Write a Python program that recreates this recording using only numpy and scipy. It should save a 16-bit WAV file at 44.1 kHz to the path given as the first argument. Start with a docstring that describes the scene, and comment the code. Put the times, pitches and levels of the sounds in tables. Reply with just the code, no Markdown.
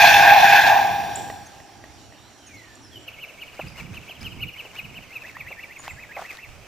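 """An electric cart rolls away on a paved drive: noise through groove resonances howls over hiss and rumble.
Under it lie air, a distant drone, a whine and a hum; slurred bird whistles and small hard clicks follow.
Just after 3 s the scene cuts abruptly: drone and whine stop, fuller air begins, and a bird sings two runs
of arched notes, gliding sines echoed by a house front. Wind puffs and grass shuffles are swelling noise;
knocks ring briefly. Throughout, a converter clocked at 16 kHz mirrors the sound into the treble."""
import sys
import numpy as np
from scipy import signal
from scipy.fft import rfft, irfft, next_fast_len
from scipy.io import wavfile
from scipy.ndimage import uniform_filter1d, map_coordinates

SR = 44100
rng = np.random.default_rng(int(sys.argv[2]) if len(sys.argv) > 2 else 0)


def store_wav(level_fs):
    """Save 16-bit WAV to argv[1]."""
    pcm = np.round(np.clip(np.atleast_2d(level_fs), -1, 1) * 32767)
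    wavfile.write(sys.argv[1], SR, pcm.T.astype(np.int16))


N = 294235

# Tread groove resonances, lowest, second and upper group: (centre [Hz], width [Hz], relative level [dB])
LOW_GROOVES = [(695, 44, 1), (804, 32, 7.5), (905, 340, -16)]
SECOND_GROOVES = [(1527, 17, -3), (1623, 43, 1), (1750, 136, -6.5), (1880, 80, -30)]
UPPER_GROOVES = [(2115, 230, -6.5), (2444, 120, 1.5), (2540, 64, -1), (2630, 64, -2), (2640, 98, 0)]
# Loudness of each groove group as the cart rolls off: (time [s], level [dB])
LOW_HOWL_LEVEL = [(0.0, -15.5), (0.036, -9.5), (0.132, -15), (0.326, -9.5), (0.42, -13.5), (0.434, -8.5),
                  (0.482, -17.5), (0.53, -12), (0.638, -18), (0.718, -11.5), (0.818, -18), (1.406, -41.5),
                  (1.486, -50.5), (1.7, -50.5)]
SECOND_HOWL_LEVEL = [(0.0, -14.5), (0.236, -17.5), (0.274, -11.5), (0.42, -22.5), (0.43, -17), (0.6, -14),
                     (0.624, -19.5), (0.638, -15.5), (0.89, -31.5), (1.7, -63)]
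UPPER_HOWL_LEVEL = [(0.0, -15), (0.008, -14.5), (0.278, -21.5), (0.292, -17), (0.4, -22.5), (0.572, -17.5),
                    (0.618, -30), (0.634, -22.5), (1.5, -63.5)]
# Loudness of the tread hiss, before HISS_DB is added: (time [s], level [dB])
TREAD_HISS_LEVEL = [(0.0, -23.5), (0.066, -21.5), (0.354, -28), (0.568, -25.5), (0.648, -29.5),
                    (0.672, -25), (0.728, -32.5), (1.032, -44), (1.15, -45.5), (1.7, -71.5)]
# Noise colours of tread hiss and body rumble: (frequency [Hz], relative level [dB])
HISS_COLOUR = [(500, -11.5), (1250, -11.5), (3000, -2.5), (3350, 0.5), (3560, 4.5), (3750, -1.5),
               (4200, -2), (4800, -6), (5600, -6), (6700, -10.5), (8000, -21.5), (10000, -53)]
RUMBLE_COLOUR = [(25, -28), (60, -4.5), (120, -0.5), (240, -6.5), (400, -9), (600, -12), (1200, -31.5)]
# Left-right likeness of the tyre noise: (frequency [Hz], likeness [0-1])
CART_ALIKE = [(200, 0.64), (700, 0.77), (1500, 1), (2500, 0.82), (4500, 0.72), (7000, 0.47)]
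# Phase by which the left channel leads the right: (frequency [Hz], lead [rad])
CART_LEAD = [(0, 0), (520, 0.64), (2670, 0.36), (6290, 0.22), (7670, 0.39), (12400, -0.3), (13400, -0.19),
             (15200, -0.5)]
HISS_DB = 2.5  # tread hiss above its level table
BODY_DB, BODY_SAG_DB_PER_S = -36.5, 4  # body rumble and its slow decline
BODY_GONE_S, BODY_FADE_DB_PER_S = 1.19, 35  # from here the rumble drops away faster

# Noise colours of open air and distant drone: (frequency [Hz], relative level [dB])
AIR_COLOUR = [(25, -6), (60, -2), (115, 0), (170, -9), (280, -5.5), (420, -7.5), (650, -4.5), (1000, -9),
              (1700, -14), (2500, -5), (3600, -19), (5850, -16.5), (8000, -22), (10400, -32)]
DRONE_COLOUR = [(25, -20), (65, -2.5), (120, 1.5), (160, -10.5), (320, -2.5), (400, -8.5), (470, -14),
                (620, -10), (800, -10), (1000, -15), (1900, -15.5), (5000, -20), (7500, -21.5),
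                (10400, -49)]
# Left-right likeness of rumble, air, drone and grass: (frequency [Hz], likeness [0-1])
OPEN_ALIKE = [(50, 0.18), (130, 0.28), (300, 0.75), (1400, 0.83), (3000, 0.64), (7000, 0.22)]
CUT_S, CUT_FADE_S = 3.06, 0.023  # centre and length of the abrupt cut
AIR_DB, AIR_BEFORE_DB = -49.5, -14  # air after the cut; how much lower it lies before
DRONE_DB, FLOOR_GRAIN_DB = -48.5, 0.7  # drone rms level; grain depth of air and drone
WHINE_DB, HUM_PEAK_DB = -63.5, -70  # settled whine, rms; hum, peak
WHINE_EXTRA_DB, WHINE_EASE_S, WHINE_SETTLED_S = 13.5, 1.05, 1.62  # stronger at first, eases, settles

# Other birds' whistles: (start [s], length [s], start, middle and end pitch [Hz], level [dB])
WHISTLES = [(1.153, 0.013, 6500, 7360, 8300, -32), (1.453, 0.025, 6360, 6320, 6600, -48.5),
            (1.979, 0.051, 4400, 3930, 3930, -61), (2.14, 0.18, 3790, 3790, 4640, -63),
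            (2.362, 0.16, 3330, 3060, 2800, -59), (2.461, 0.035, 6700, 6550, 6260, -49.5),
            (2.468, 0.17, 2635, 2180, 1950, -50.5), (2.528, 0.043, 6500, 6600, 6550, -57.5),
            (2.561, 0.05, 4400, 4100, 3970, -55.5), (2.575, 0.2, 2080, 1836, 1730, -55.5),
            (2.751, 0.0094, 5960, 7150, 7950, -52), (2.812, .08, 6350, 5360, 4900, -54.5),
            (2.909, 0.096, 3500, 3070, 2810, -48), (3.67, 0.026, 4650, 4970, 5070, -49.5),
            (4.205, 0.019, 4650, 5030, 5200, -47.5), (5.779, 0.047, 7000, 6860, 6800, -49.5),
            (5.892, 0.037, 7330, 7530, 7540, -51)]
# Small hard clicks: (time [s], peak [dB])
CLICKS = [(1.301, -20), (1.602, -33), (1.84, -28.5), (2.124, -36)]
# Ringing modes of the clicking part: (frequency [Hz], relative level [dB], t60 [s])
CLICK_MODES = [(660, 2, 0.029), (1140, -4, 0.022), (1900, 3, 0.026), (2500, -28, 0.0183), (3830, -16, .015)]

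# Arched notes before a run reshapes them: (time from crest [s], pitch [Hz], relative level [dB])
FIRST_NOTE = [(-.048, 2151, -25), (-.026, 2192, -10.5), (-.015, 2652, -10.5), (-.006, 3032, -11.5),
              (.004, 2979, -9), (.013, 2740, -1.5), (.022, 2470, -2.5), (.030, 2220, -8.5),
              (.035, 2000, -35)]
SECOND_NOTE = [(-.055, 1793, -16), (-.038, 1774, -10), (-.027, 2023, -1), (-.016, 2677, -12),
               (0, 2795, -13), (.012, 2720, -4), (.021, 2275, -1), (.029, 2073, -9), (.037, 2000, -20)]
# Notes of each run: (crest time [s], level added to the note shape [dB], pitch ratio, length ratio)
FIRST_RUN = [(3.075, -31, 1.047, 0.61), (3.219, -33.5, 1.02, 1.06), (3.413, -32, 1.03, 0.78),
             (3.6, -34, 0.99, 0.79), (3.785, -33.5, 0.97, 0.87), (3.958, -34, 1.035, 0.86),
             (4.102, -33, 1.034, 0.81), (4.253, -32.5, 1.03, 0.96), (4.421, -30.5, 1.02, 0.79),
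             (4.588, -30.5, 1.01, 0.83), (4.779, -31.5, 1.01, 0.81), (4.964, -34, 1.01, 0.91),
             (5.147, -36, 0.94, 1.29)]
SECOND_RUN = [(5.279, -36, 0.99, 0.82), (5.393, -36.5, 0.97, 0.93), (5.503, -35.5, 1.01, 1),
              (5.622, -36, 1, 0.96), (5.746, -40.5, 1.01, 1.2), (5.893, -36, 0.95, 0.79),
              (6.019, -38, .94, 1), (6.147, -35.5, 0.93, 1.02), (6.285, -36.5, 0.96, 1.17),
              (6.424, -39, 0.99, 1.13)]
# House front echoes of each run: (delay [s], level [dB])
FIRST_RUN_ECHOES = [(.058, -9), (.108, -15.5)]
SECOND_RUN_ECHOES = [(.058, -16.5)]
# Ground and gatepost reflections: (delay [s], level [dB])
NEAR_REFLECTIONS = [(.0031, -18), (.0056, -11), (.0095, -14), (.021, -22.5)]
# Decay of the garden scatter: (frequency [Hz], t60 [s])
GARDEN_DECAY = [(200, 0.22), (2500, 0.59), (8000, 0.85)]

# Noise colour of wind on the microphone: (frequency [Hz], relative level [dB])
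WIND_COLOUR = [(20, -12), (60, -2), (110, 1), (160, -1), (260, -8), (500, -14.5), (1200, -47)]
# Left-right likeness of the wind: (frequency [Hz], likeness [0-1])
WIND_ALIKE = [(60, 0.68), (380, 0.7), (2380, 1), (15000, 0.41)]
# Puffs of wind: (start [s], hold [s], level before the low-pass [dB], low-pass corner [Hz])
PUFFS = [(3.19, .02, -60, 600), (3.34, 0.018, -68, 600), (3.65, 0.016, -41, 400), (3.81, .16, -42.5, 505),
         (4.224, 0.23, -41.5, 500), (4.83, .16, -49.5, 500), (5.441, .02, -47.5, 200),
         (5.913, 0.022, -42.5, 150), (6.477, 0.044, -40, 100), (6.6, 0.028, -47.5, 102)]
PUFF_ATTACK_S, PUFF_RELEASE_S, DRAUGHT_DB = 0.021, 0.048, -60  # time constants; wind between puffs
# Noise colour of rustling grass: (frequency [Hz], relative level [dB])
GRASS_COLOUR = [(200, -2), (700, -0.5), (1700, 2), (3300, -5), (5000, -7), (6500, -7.5), (8000, -13),
                (10000, -22)]
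# Shuffles in the grass: (start [s], hold [s], level [dB])
SHUFFLES = [(3.53, 0.018, -58), (3.6, 0.084, -55), (3.785, 0.013, -44.5), (3.93, 0.021, -49.5),
            (4.12, 0.03, -59), (4.21, 0.03, -49), (4.61, .04, -58), (4.75, 0.032, -48), (5.22, 0.11, -55),
            (5.84, 0.023, -44.5), (6.19, 0.048, -44), (6.31, .05, -47.5)]
SHUFFLE_ATTACK_S, SHUFFLE_RELEASE_S, STIR_DB = 0.011, 0.024, -57  # time constants; faint stirring
# Knocks of hand and foot: (time [s], peak [dB], resonance [Hz], t60 of the scrape [s])
KNOCKS = [(3.593, -22.5, 382, 0.016), (3.597, -22.5, 700, 0.022), (4.094, -36, 660, 0.059),
          (4.23, -32, 4500, 0.0069), (4.652, -34, 500, 0.055), (4.988, -37, 640, 0.028),
          (5.368, -27.5, 1040, 0.0097), (5.505, -33.5, 660, 0.095), (5.551, -38, 703, 0.013),
          (5.795, -34.5, 1100, 0.027), (5.879, -22.5, 800, 0.014), (5.88, -25.5, 2470, .008),
          (6.166, -24.5, 685, 0.15), (6.192, -27, 740, 0.075), (6.216, -28, 750, 0.061),
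          (6.371, -33.5, 3600, 0.013)]

# Level of the converter's mirror image: (image frequency [Hz], level [dB])
MIRROR_LEVEL = [(8000, -11), (8800, -9), (9500, -11), (11000, -15), (12500, -16.5), (13500, -21.5),
                (14400, -24), (15200, -30.5)]
CLOCK_HZ, TOP_HZ = 16000, 15600  # converter clock; upper edge of the output


def amp(db):
    """Decibels to gain."""
    return 10 ** (np.asarray(db) / 20)


def unit(x):
    """Scale to rms 1."""
    return x / np.sqrt(np.mean(x ** 2) + 1e-20)


def along(points, hz):
    """Read (Hz, value) points on a log frequency axis."""
    f, v = np.transpose(points)
    return np.interp(np.log(hz + 1), np.log(f), v)


def shape(points):
    """Turn (Hz, dB) points into a frequency response."""
    return lambda f: amp(along(points, f))


def gains(rows):
    """One gain per sample from (s, dB) rows; it dies away after the last row."""
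    s, db = np.transpose(rows)
    return amp(np.interp(np.arange(N) / SR, np.r_[s, s[-1] + 2], np.r_[db, -100]))


def wobble(rate, size=N):
    """A smooth random curve with rate knots a second."""
    knots = rng.standard_normal(int(size * rate / SR) + 4)
    return map_coordinates(knots, [np.arange(size) * rate / SR])


def filtered(x, response):
    """Shape the spectrum of x by a response, with zero padding for the ring-out."""
    size = x.shape[-1]
    padded = next_fast_len(size + SR // 4)
    spectrum = rfft(x, padded) * response(np.fft.rfftfreq(padded, 1 / SR))
    return irfft(spectrum, padded)[..., :size]


def resonance(f, hz, width):
    """Response of one damped mode."""
    return 1j * f * width / (hz * hz - f * f + 1j * f * width)


def rush(colour, alike, grain_db=0, grain_rate=200):
    """Coloured stereo noise of rms 1, clumped into grains; mid-side balance sets the likeness."""
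    source = rng.standard_normal((2, N)) * amp(grain_db * wobble(grain_rate))

    def mid_side(f):
        angle = np.arccos(np.clip(along(alike, f), 0, .999)) / 2
        return colour(f) * np.array([np.cos(angle), np.sin(angle)])

    mid, side = filtered(source, mid_side)
    return unit(np.array([mid + side, mid - side]))


def patchy(x, depth_db):
    """Let the colour of a noise wander: patches of random gain in time and frequency."""
    z = signal.stft(x, nperseg=512)[2]
    field = rng.standard_normal(z.shape[1:])
    field = uniform_filter1d(field, size=5, axis=0)  # smooth across frequency
    field = uniform_filter1d(field, size=16, axis=1)  # smooth across time
    return unit(signal.istft(z * amp(depth_db * unit(field)), nperseg=512)[1][:, :N])


def pan(x, right_db):
    """Lean a sound to the right, or to the left if negative."""
    return x * amp([[-right_db / 2], [right_db / 2]])


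def lead(x, points):
    """Let the left channel lead the right one in phase."""
    return filtered(x, lambda f: np.exp(.5j * np.outer([1, -1], along(points, f))))


def add(track, s, sound):
    """Mix a sound in at time s."""
    part = track[max(round(s * SR), 0):][:len(sound)]
    part += sound[:len(part)]


def swells(rows, attack, release):
    """Gain of events that rise, hold and die away exponentially; the strongest one wins."""
    t = np.arange(N) / SR
    events = []
    for s, hold, db in rows:
        rise = np.minimum(t - s, 0) / attack
        fall = np.maximum(t - s - hold, 0) / release
        events.append(amp(db) * np.exp(rise - fall))
    return np.max(events, axis=0)


def pipe(modes, low_hz, high_hz, steadiness):
    """Tread blocks pump air through groove resonances; many at once even out the loudness."""
    def ring(f):
        return np.sqrt(sum(np.abs(amp(db) * resonance(f, hz, width)) ** 2 for hz, width, db in modes))

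    def skirts(f):
        return (1 - 1 / (1 + (f / low_hz) ** 10)) / (1 + (f / high_hz) ** 10)

    howl = rush(lambda f: ring(f) * skirts(f), CART_ALIKE, grain_db=-0.5, grain_rate=230)
    power = np.abs(uniform_filter1d(np.mean(howl ** 2, axis=0), size=2600))
    return unit(howl / power ** (np.clip(steadiness, 0, 1) / 2))


def cart():
    """Groove howl, tread hiss and body rumble; the treble fades first as the cart draws off."""
    t = np.arange(N) / SR
    low = pipe(LOW_GROOVES, low_hz=630, high_hz=1144, steadiness=0.59)
    second = pipe(SECOND_GROOVES, low_hz=1500, high_hz=1930, steadiness=0.39)
    tyres = gains(LOW_HOWL_LEVEL) * low + gains(SECOND_HOWL_LEVEL) * second
    upper = pipe(UPPER_GROOVES, low_hz=1910, high_hz=2840, steadiness=0.42)
    hiss = patchy(rush(shape(HISS_COLOUR), CART_ALIKE, grain_db=1, grain_rate=180), depth_db=1.87)
    bright = gains(UPPER_HOWL_LEVEL) * upper + gains(TREAD_HISS_LEVEL) * amp(HISS_DB) * hiss
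    body_db = BODY_DB - BODY_SAG_DB_PER_S * t - BODY_FADE_DB_PER_S * np.maximum(t - BODY_GONE_S, 0)
    rumble = amp(body_db) * rush(shape(RUMBLE_COLOUR), OPEN_ALIKE, grain_db=1.5, grain_rate=20.2)
    return lead(tyres + pan(bright, right_db=1.2), CART_LEAD) + pan(rumble, right_db=7.0)


def after_cut():
    """Rises from 0 to 1 at the cut."""
    return np.clip((np.arange(N) / SR - CUT_S) / CUT_FADE_S + .5, 0, 1)


def open_air():
    """Soft broadband air with a wandering colour, fuller after the cut."""
    noise = rush(shape(AIR_COLOUR), OPEN_ALIKE, grain_db=FLOOR_GRAIN_DB, grain_rate=22)
    return amp(AIR_DB + AIR_BEFORE_DB * (1 - after_cut())) * patchy(noise, depth_db=1.5)


def distant_drone():
    """Low, patchy noise that stops at the cut."""
    noise = rush(shape(DRONE_COLOUR), OPEN_ALIKE, grain_db=FLOOR_GRAIN_DB, grain_rate=15)
    return (1 - after_cut()) * amp(DRONE_DB) * patchy(noise, depth_db=2.1)


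def whine():
    """A thin sine with a restless phase, stronger at first, that stops with the drone."""
    t = np.arange(N) / SR
    db = WHINE_DB + np.interp(t, [WHINE_EASE_S, WHINE_SETTLED_S], [WHINE_EXTRA_DB, 0])
    tone = np.sqrt(2) * np.sin(2 * np.pi * 5657 * t + 0.6 * wobble(47))
    return (1 - after_cut()) * amp(db) * tone


def hum():
    """A low sine whose phase drifts slowly."""
    t = np.arange(N) / SR
    return amp(HUM_PEAK_DB) * np.sin(2 * np.pi * 119 * t + 0.44 * wobble(5.0))


def chirp(hz, level, rough, flutter_db, halves_db):
    """Unsteady whistle; unlike alternate cycles add faint lines half a pitch below and above."""
    phase = 2 * np.pi * np.cumsum(hz * (1 + rough * wobble(502.6, len(hz)))) / SR
    flutter = amp(flutter_db * wobble(212.0, len(hz)))
    alternation = 1 + amp(halves_db) * np.sin(phase / 2)
    return np.sqrt(2) * level * flutter * np.sin(phase) * alternation


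def whistles(rows):
    """Single slurred bird calls that swell and fade."""
    track = np.zeros(N)
    for s, length, start, middle, end, db in rows:
        u = np.linspace(0, 1, int(length * SR))
        glide = np.polyval(np.polyfit([0, .5, 1], [start, middle, end], 2), u)
        level = amp(db) * np.sin(np.pi * u)
        add(track, s, chirp(glide, level, rough=0.014, flutter_db=3.5, halves_db=-40))
    return track


def clicks():
    """A small hard part snaps and rings briefly in its own modes."""
    track, t = np.zeros(N), np.arange(SR // 10) / SR
    ring = sum(amp(db - 60 * t / t60) * np.sin(2 * np.pi * hz * t) for hz, db, t60 in CLICK_MODES)
    for s, db in CLICKS:
        burst = rng.standard_normal(len(t)) * amp(-60 * t / 0.0096)
        snap = filtered(burst, lambda f: 1 / (1 + (f / 4200) ** 6))
        click = ring + 2.3 * snap
        add(track, s, amp(db) * click / np.abs(click).max())
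    return track


def song(note, run):
    """One arched note repeated, each time a little different in pitch, length, bend and stress."""
    track = np.zeros(N)
    s, hz, db = np.transpose(note)
    for crest, peak_db, pitch, length in run:
        t = np.arange(s[0] * length, s[-1] * length, 1 / SR)
        arch = uniform_filter1d(np.interp(t / length, s, hz), size=200)
        glide = arch * (1 + 0.012 * wobble(61, len(t)))
        level = amp(peak_db + np.interp(t / length, s, db) + 2.2 * wobble(72, len(t)))
        add(track, crest + t[0], chirp(pitch * glide, level, rough=0.023, flutter_db=1.5, halves_db=-17.5))
    return track


def singer():
    """Both runs with their house front echoes; the song comes in mid-note."""
    sung = echoes(song(FIRST_NOTE, FIRST_RUN), FIRST_RUN_ECHOES)
    sung += echoes(song(SECOND_NOTE, SECOND_RUN), SECOND_RUN_ECHOES)
    return sung * np.interp(np.arange(N) / SR, [3.075, 3.079], [.15, 1])


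def echoes(x, paths):
    """Reflecting surfaces add delayed, weaker copies of a sound."""
    return filtered(x, lambda f: 1 + sum(amp(db) * np.exp(-2j * np.pi * f * delay) for delay, db in paths))


def garden(x, wet_db):
    """Diffuse scatter from trees and walls: a decaying noise tail, different in each channel."""
    hz, t, z = signal.stft(rng.standard_normal((2, SR // 2)), SR, nperseg=256)
    decay = amp(-60 * t / along(GARDEN_DECAY, hz)[:, None])
    tail = signal.istft(z * decay, SR, nperseg=256)[1]
    scatter = signal.fftconvolve(x[None], tail / np.linalg.norm(tail[0]), axes=1)[:, :N]
    return x + amp(wet_db) * scatter


def wind():
    """Puffs, some deep and some brighter, buffet the microphone over a light, uneven draught."""
    buffet = rush(shape(WIND_COLOUR), WIND_ALIKE, grain_db=1.7, grain_rate=26)
    sound = after_cut() * amp(DRAUGHT_DB + 3.1 * wobble(8)) * buffet
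    for s, hold, db, top_hz in PUFFS:
        puff = swells([(s, hold, db)], PUFF_ATTACK_S, PUFF_RELEASE_S) * buffet
        sound += filtered(puff, lambda f: 1 / (1 + (f / top_hz) ** 4))
    return sound


def grass():
    """Feet shuffle on the lawn; the blades keep stirring faintly in between."""
    stirring = after_cut() * amp(STIR_DB + 1.3 * wobble(14))
    strength = swells(SHUFFLES, SHUFFLE_ATTACK_S, SHUFFLE_RELEASE_S) + stirring
    return strength * rush(shape(GRASS_COLOUR), OPEN_ALIKE, grain_db=3, grain_rate=450)


def taps(rows, breadth, brightness, push):
    """Each contact is a push and a dying scrape through one broad resonance; low knocks are dull."""
    track, t = np.zeros(N), np.arange(SR // 6) / SR
    for s, db, hz, t60 in rows:
        scrape = rng.standard_normal(len(t)) * amp(-60 * t / t60)
        burst = scrape + push * signal.unit_impulse(len(t), 32)
        top_hz = min(brightness * hz, 6000)

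        def body(f):
            tilt = f / (f + hz / 2) / (1 + (f / top_hz) ** 4)
            return resonance(f, hz, breadth * hz) * tilt

        knock = filtered(burst, body)
        add(track, s, amp(db) * knock / np.abs(knock).max())
    return track


def scene():
    """Cart and background, then birds, wind, grass and small knocks in the open garden."""
    background = pan(open_air() + distant_drone() + whine() + hum(), right_db=3.0)
    birds = garden(whistles(WHISTLES), wet_db=-3.5)
    birds += garden(echoes(singer(), NEAR_REFLECTIONS), wet_db=-9.5)
    contacts = clicks() + taps(KNOCKS, breadth=0.35, brightness=3.4, push=3.9)
    knocks = garden(contacts, wet_db=-23)
    wind_and_grass = pan(wind(), right_db=6.5) + pan(grass(), right_db=-1.5)
    return cart() + background + pan(birds, right_db=1) + wind_and_grass + pan(knocks, right_db=1.5)


def record(dry):
    """The converter mirrors the sound about half its clock rate; peaks past full scale clip."""
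    clock = 2 * np.cos(2 * np.pi * CLOCK_HZ * np.arange(N) / SR)
    image = filtered(dry * clock, lambda f: shape(MIRROR_LEVEL)(f) * (f > CLOCK_HZ / 2))
    return filtered(np.clip(dry + image, -1, 1), lambda f: f < TOP_HZ)


dry = scene()
out = record(dry)
store_wav(out)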